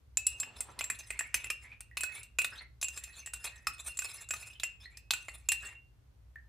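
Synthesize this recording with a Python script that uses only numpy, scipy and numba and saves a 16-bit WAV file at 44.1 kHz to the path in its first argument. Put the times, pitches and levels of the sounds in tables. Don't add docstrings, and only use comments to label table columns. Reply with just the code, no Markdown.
import sys
import numpy as np
from scipy import signal
from scipy.io import wavfile
from numba import njit

SR = 44100
rng = np.random.default_rng(int(sys.argv[2]) if len(sys.argv) > 2 else 0)


def unload_audio(sound):
    columns = np.transpose(np.atleast_2d(sound))
    steps = np.round(np.clip(columns, -1, 1) * 32767)
    wavfile.write(sys.argv[1], SR, steps.astype(np.int16))


N = 286120

# (t/s, strength level/dB, rim ring level/dB, place round the rim from the handle/deg,
#  dull knock level/dB, favoured dull f/Hz, favoured clink f/Hz)
SPOON_KNOCKS = [(0.171, -17, -30, 2.7, -74.5, 2210, 7160), (0.266, -15, -34, 28, -47, 2320, 7430),
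                (0.4, -21, -44, 2.2, -71, 2290, 7370), (0.431, -31, -44.5, 30, -32.5, 2260, 5150),
                (0.6053, -20, -57, 12, -33.5, 2170, 8240), (0.79, -19.5, -50, 2, -31.5, 2110, 5580),
                (0.8084, -25.5, -50, 11, -34, 2414, 7190), (0.8401, -23.5, -57, 32, -38, 2050, 7450),
                (0.8997, -19.5, -45.5, 74, -23, 2200, 7770), (0.9881, -29, -50.5, 28, -78, 1850, 6830),
                (1.104, -26.5, -47.5, 21, -24.5, 2090, 7980), (1.1907, -20, -38, 29, -27, 1960, 7670),
                (1.207, -29, -55.5, 16, -27.5, 1880, 7300), (1.3421, -9, -53.5, 15, -20, 2160, 5830),
                (1.442, -28, -45, 37, -32, 2140, 7700), (1.501, -17.5, -35.5, 44, -25.5, 1240, 5550),
                (1.8056, -32, -57, 28, -42, 1705, 8840), (1.97, -18.5, -40, 9.5, -29, 2373, 4180),
                (2.0072, -23.5, -31.5, 2, -50.5, 2020, 7960), (2.0333, -17.5, -34, 89, -29, 1500, 8150),
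                (2.231, -33, -54.5, 40, -76.5, 1720, 8200), (2.386, -13.5, -23, 10, -27, 1500, 6910),
                (2.4175, -23.5, -34.5, 8, -50.5, 1300, 8300), (2.4443, -15.5, -44.5, 34, -22, 1610, 3560),
                (2.8138, -20.5, -62.5, 39, -45, 1450, 5600), (2.8271, -17, -35, 18.5, -49.5, 2480, 6940),
                (2.842, -27, -38.5, 29, -44, 2450, 7500), (2.883, -27, -42, 25, -50.5, 1480, 7150),
                (2.9743, -28, -43.5, 2, -53.5, 1520, 7630), (3.037, -24.5, -48, 19, -46.5, 1740, 6800),
                (3.26, -29, -46.5, 23, -51, 1860, 7970), (3.272, -34, -48.5, 37, -40, 1837, 7670),
                (3.3347, -21, -43, 44, -34.5, 1480, 8130), (3.6689, -14.5, -36.5, 3, -17.5, 1270, 5300),
                (3.9716, -27.5, -81, 18, -57, 1490, 7650), (3.989, -17.5, -42.5, 58, -30.5, 2320, 7130),
                (4.0195, -28, -39, 2, -34.5, 1480, 5770), (4.2873, -33, -59.5, 31, -54.5, 1500, 7660),
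                (4.3067, -20, -40, 6.9, -24, 1647, 7270), (4.3365, -23, -76, 6, -28, 1260, 5900),
                (4.598, -27.5, -51.5, 16, -71, 1880, 3650), (4.6331, -18.5, -32, 40, -26, 2110, 7120),
                (4.971, -32, -53, 9.3, -53.5, 1830, 5620), (5.1066, -9.5, -33.5, 5.8, -36, 2500, 3890),
                (5.1351, -20, -38, 60, -30.5, 1500, 7220), (5.283, -37.5, -46.5, 50, -35.5, 2060, 7300),
                (5.487, -15, -25.5, 27, -54, 2056, 7300), (5.5183, -11.5, -29, 32, -30, 1916, 8170),
                (5.75, -64, -47.5, 44, -63, 2030, 7300)]


def amp(db):
    return 10 ** (np.asarray(db) / 20)


def rms_one(x):
    return x / np.sqrt(np.mean(x ** 2) + 1e-20)


def band(x, low_hz, high_hz):
    sos = signal.butter(2, [low_hz, high_hz], "band", fs=SR, output="sos")
    return signal.sosfilt(sos, x + 1e-18)


def at_hz(points, hz):
    point_hz, values = np.transpose(points)
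    return np.interp(np.log(hz), np.log(point_hz), values)


def drift(rate):
    step = 40
    r = np.exp(-2 * step * np.pi * rate / SR)
    noise = rng.standard_normal(N // step + 2002)
    slow = signal.lfilter([1], [1, -2 * r, r * r], noise)[2000:]
    return np.interp(np.arange(N) / step, np.arange(len(slow)), rms_one(slow))


@njit
def ring(force, turn, keep):
    out, z = np.zeros(len(force)), 0j
    for i in range(len(force)):
        z = z * keep[i] * np.exp(1j * turn[i]) + force[i]
        out[i] = z.imag
    return out


def blows(level_db, rattle_s, hz):
    contact_rise_s = 0.00041
    out, t = np.zeros(N), np.arange(SR // 25) / SR
    noise = rng.standard_normal((len(SPOON_KNOCKS), len(t)))
    rattle = noise * np.exp(-t / rattle_s) / np.sqrt(rattle_s * SR)
    rattle *= 1 - np.exp(-t / contact_rise_s)
    if hz:
        strength_at_hz = np.abs(rattle @ np.exp(2j * np.pi * hz * t))
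        rattle /= np.maximum(strength_at_hz, .22)[:, None]
    for knock, gain, shape in zip(SPOON_KNOCKS, amp(level_db), rattle):
        at = round(knock[0] * SR)
        out[at:at + len(t)] += gain * shape
    return out


def strokes():
    # (start t/s, length/s, drag swell level/dB, swish swell level/dB, swish f at the start/Hz)
    rubs = [(0.257, 0.72, -73.5, -54.5, 750), (0.942, 0.43, -69, -59.5, 1793),
            (1.324, 0.18, -66.5, -58.5, 1920), (1.6, 0.18, -78, -58.5, 1970),
            (2.001, 0.28, -66.5, -57.5, 1820), (2.5, 0.15, -71.5, -51.5, 1575),
            (2.555, 0.045, -63, -63, 3070), (2.834, 0.54, -67.5, -70, 1696),
            (3.324, 0.43, -70.5, -65.5, 1585), (3.441, 0.043, -48, -58, 1750),
            (3.721, 0.34, -64.5, -82, 1358), (4.016, 0.25, -60.5, -63, 1806),
            (4.352, 0.24, -63.5, -63.5, 2254), (4.799, 0.077, -70.5, -56.5, 3077),
            (4.9, 0.084, -82.5, -65, 2006), (5.147, 0.38, -66.5, -68.5, 1703),
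            (5.6, 0.15, -60.5, -52, 1593)]
    swish_rise = 0.4
    swell_early = 0.53
    drag, swish, pitch = np.zeros(N), np.zeros(N), np.full(N, float(rubs[0][4]))
    for s, length, drag_db, swish_db, swish_hz in rubs:
        span = slice(round(s * SR), round((s + length) * SR))
        way = np.linspace(0, 1, span.stop - span.start)
        drag[span] += amp(drag_db) * np.sin(np.pi * way ** swell_early)
        swish[span] += amp(swish_db) * np.sin(np.pi * way)
        pitch[span] = swish_hz * (1 + swish_rise * way)
    return drag, swish, pitch


def cup_and_spoon(pressure):
    # (f/Hz, level/dB, t60/s)
    wall_modes = [(7170, -9, 0.027), (7484, -14, 0.12), (7665, -9.5, 0.045), (8595, -2, 0.011),
                  (10327, -4, 0.028), (9380, -10, 0.027)]
    dull_modes = [(1245, -11.5, 0.073), (1491, -3, 0.04), (1845, 2, 0.034), (2050, -3.5, 0.032),
                  (2525, 12, 0.03)]
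    spoon_modes = [(3606, -1, 0.013), (3950, 2, 0.013), (4312, -3.5, 0.025), (5197, 1, 0.018),
                   (6196, 1.3, 0.032)]
    # (f/Hz, level/dB, t60/s), likewise before sway and touch
    rim_modes = [(2561.2, 0.0037, 0.44), (2753, 0.0048, .32)]
    # (t/s, f/Hz)
    rim_pitch = [(.3, 2605), (.5, 2565)]
    clink_db, wall_db = -7, 4
    drag_damping = 5800
    favour_db_per_octave, favour_most_db = 90.0, 18.0

    s, strength, rim, place, dull, dull_hz, clink_hz = np.transpose(SPOON_KNOCKS)
    angle = 2 * np.radians(place)
    rim_low = rim + 20 * np.log10(np.abs(np.cos(angle)) + 1e-3)
    rim_high = rim + 20 * np.log10(np.abs(np.sin(angle)) + 1e-3)

    uneven_contact = amp(6.0 * drift(20))
    touch = np.exp(-drag_damping * pressure * uneven_contact / SR)
    touch[np.round(s * SR).astype(int)] = .3

    slip_db = 3.0 * rng.exponential(1, N) + 6.5 * drift(18)
    drag = pressure * rms_one(rng.standard_normal(N) * amp(slip_db))
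    hiss = band(drag, 1200, 12000)
    crack = blows(strength + 6, 0.017, 0)
    out = band(crack + hiss, 2700, 20000)

    course_hz = np.interp(np.arange(N) / SR, *np.transpose(rim_pitch))
    sway = course_hz / rim_modes[0][0] + .0025 * drift(14)
    # (modes, level of each knock/dB, favoured f/Hz, share of the drag/dB)
    families = [(rim_modes[:1], rim_low, None, -26),
                (rim_modes[1:], rim_high, None, -28),
                (wall_modes, strength + wall_db, clink_hz, -12),
                (dull_modes, dull, dull_hz, -34),
                (spoon_modes, strength + clink_db, clink_hz, -18)]
    for modes, knock_db, favoured_hz, drag_share_db in families:
        for hz, level_db, t60 in modes:
            spot_db = rng.normal(0, 2.0 * (len(modes) > 1), len(s))
            if favoured_hz is not None:
                octaves_off = np.abs(np.log2(hz / favoured_hz))
                spot_db -= np.minimum(favour_db_per_octave * octaves_off, favour_most_db)
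            force = blows(knock_db + spot_db, 0.0034, hz)
            force += amp(drag_share_db + 7.2 * drift(18.4)) * drag
            turn = 2 * np.pi * hz * sway / SR
            keep = touch * amp(-60 / (t60 * SR))
            out = out + ring(amp(level_db) * force, turn, keep)
    return band(out, 450, 18000)


def board():
    dull_db = np.array(SPOON_KNOCKS)[:, 4]
    thud = blows(dull_db + 8, 0.025, 0)
    return band(thud, 110, 320)


def drink(strength, pitch):
    # (t/s, level/dB, f at the start/Hz)
    plops = [(1.717, -42.5, 2425), (1.913, -45.5, 1935), (4.857, -38.5, 1947), (6.358, -38, 1790)]
    flow = rng.standard_normal(N) * amp(6.0 * drift(30))
    turn = 2 * np.pi * pitch * np.exp(0.05 * drift(12)) / SR
    width_hz = 120.0 * (2000 / pitch) ** 2
    swish = ring(flow, turn, np.exp(-np.pi * width_hz / SR))
    wash = band(rng.standard_normal(N), 680, 3400)
    out = strength * (rms_one(swish) + amp(-13.5) * rms_one(wash))
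    t = np.arange(SR // 10) / SR
    for s, level_db, hz in plops:
        shape = (1 - np.exp(-t / 0.0006)) * np.exp(-t / .0065)
        tone = np.sin(2 * np.pi * hz * t * (1 + .3 * t)) * shape
        splash = 0.13 * rng.standard_normal(len(t)) * np.exp(-t / 0.00062)
        at = round(s * SR)
        out[at:at + len(t)] += amp(level_db) * (tone + splash)
    return out


def kitchen(x, t60):
    t = np.arange(int(.5 * SR)) / SR
    low, high = rng.standard_normal((2, 2, len(t)))
    low_tail = band(low, 150, 4000) * amp(-60 * t / t60)
    high_tail = .6 * band(high, 4000, 15000) * amp(-60 * t / (.7 * t60))
    mid, side = low_tail + high_tail
    tail = 1.48 * mid + side * [[1], [-1]]
    tail = tail / np.sqrt(np.sum(tail ** 2) / 2)
    return signal.fftconvolve(x[None], tail, axes=1)[:, :N]


def background():
    # (f/Hz, level per Hz/dB)
    room_noise = [(30, -26), (60, -4.5), (130, -28.5), (200, -23.5), (700, -32.5), (13000, -49.5)]
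    # (f/Hz, likeness from 0 to 1)
    likeness = [(70, 0.36), (500, 0.069)]
    # (f/Hz, width/Hz, rms level/dB)
    hum_tones = [(59.8, 16, -59), (108, 33, -67)]
    room_noise_db = -66
    out, edges = 0, 25 * 2 ** np.arange(0, 9.6, .5)
    white = rng.standard_normal((2, 2, N))
    for k, (low, high) in enumerate(zip(edges, edges[1:])):
        mid, side = band(white[k % 2], low, high)
        hz = np.sqrt(low * high)
        alike = np.clip(at_hz(likeness, hz), 0, 1)
        stereo = np.sqrt(1 + alike) * mid + np.sqrt(1 - alike) * side * [[1], [-1]]
        out = out + amp(at_hz(room_noise, hz)) * stereo
    hum = np.zeros(N)
    for hz, width_hz, level_db in hum_tones:
        tone = band(rng.standard_normal(N), hz - width_hz / 2, hz + width_hz / 2)
        hum += amp(level_db) * rms_one(tone)
    return amp(room_noise_db) * rms_one(out) + hum


def scene():
    drag, swish, pitch = strokes()
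    cup = cup_and_spoon(drag)
    soft = drink(swish, pitch) + board()
    direct = (cup + soft) * amp([[-.4], [.4]])
    room = amp(-12) * kitchen(cup, 0.3)
    room = room + amp(-6.5) * kitchen(soft, 0.27)
    return direct + room + background()


def record(dry):
    cutoff_hz = 16500
    thin = signal.sosfilt(signal.butter(2, 45, "high", fs=SR, output="sos"), dry)
    return signal.sosfilt(signal.cheby2(12, 70, cutoff_hz, fs=SR, output="sos"), thin)


dry = scene()
out = record(dry)
unload_audio(out)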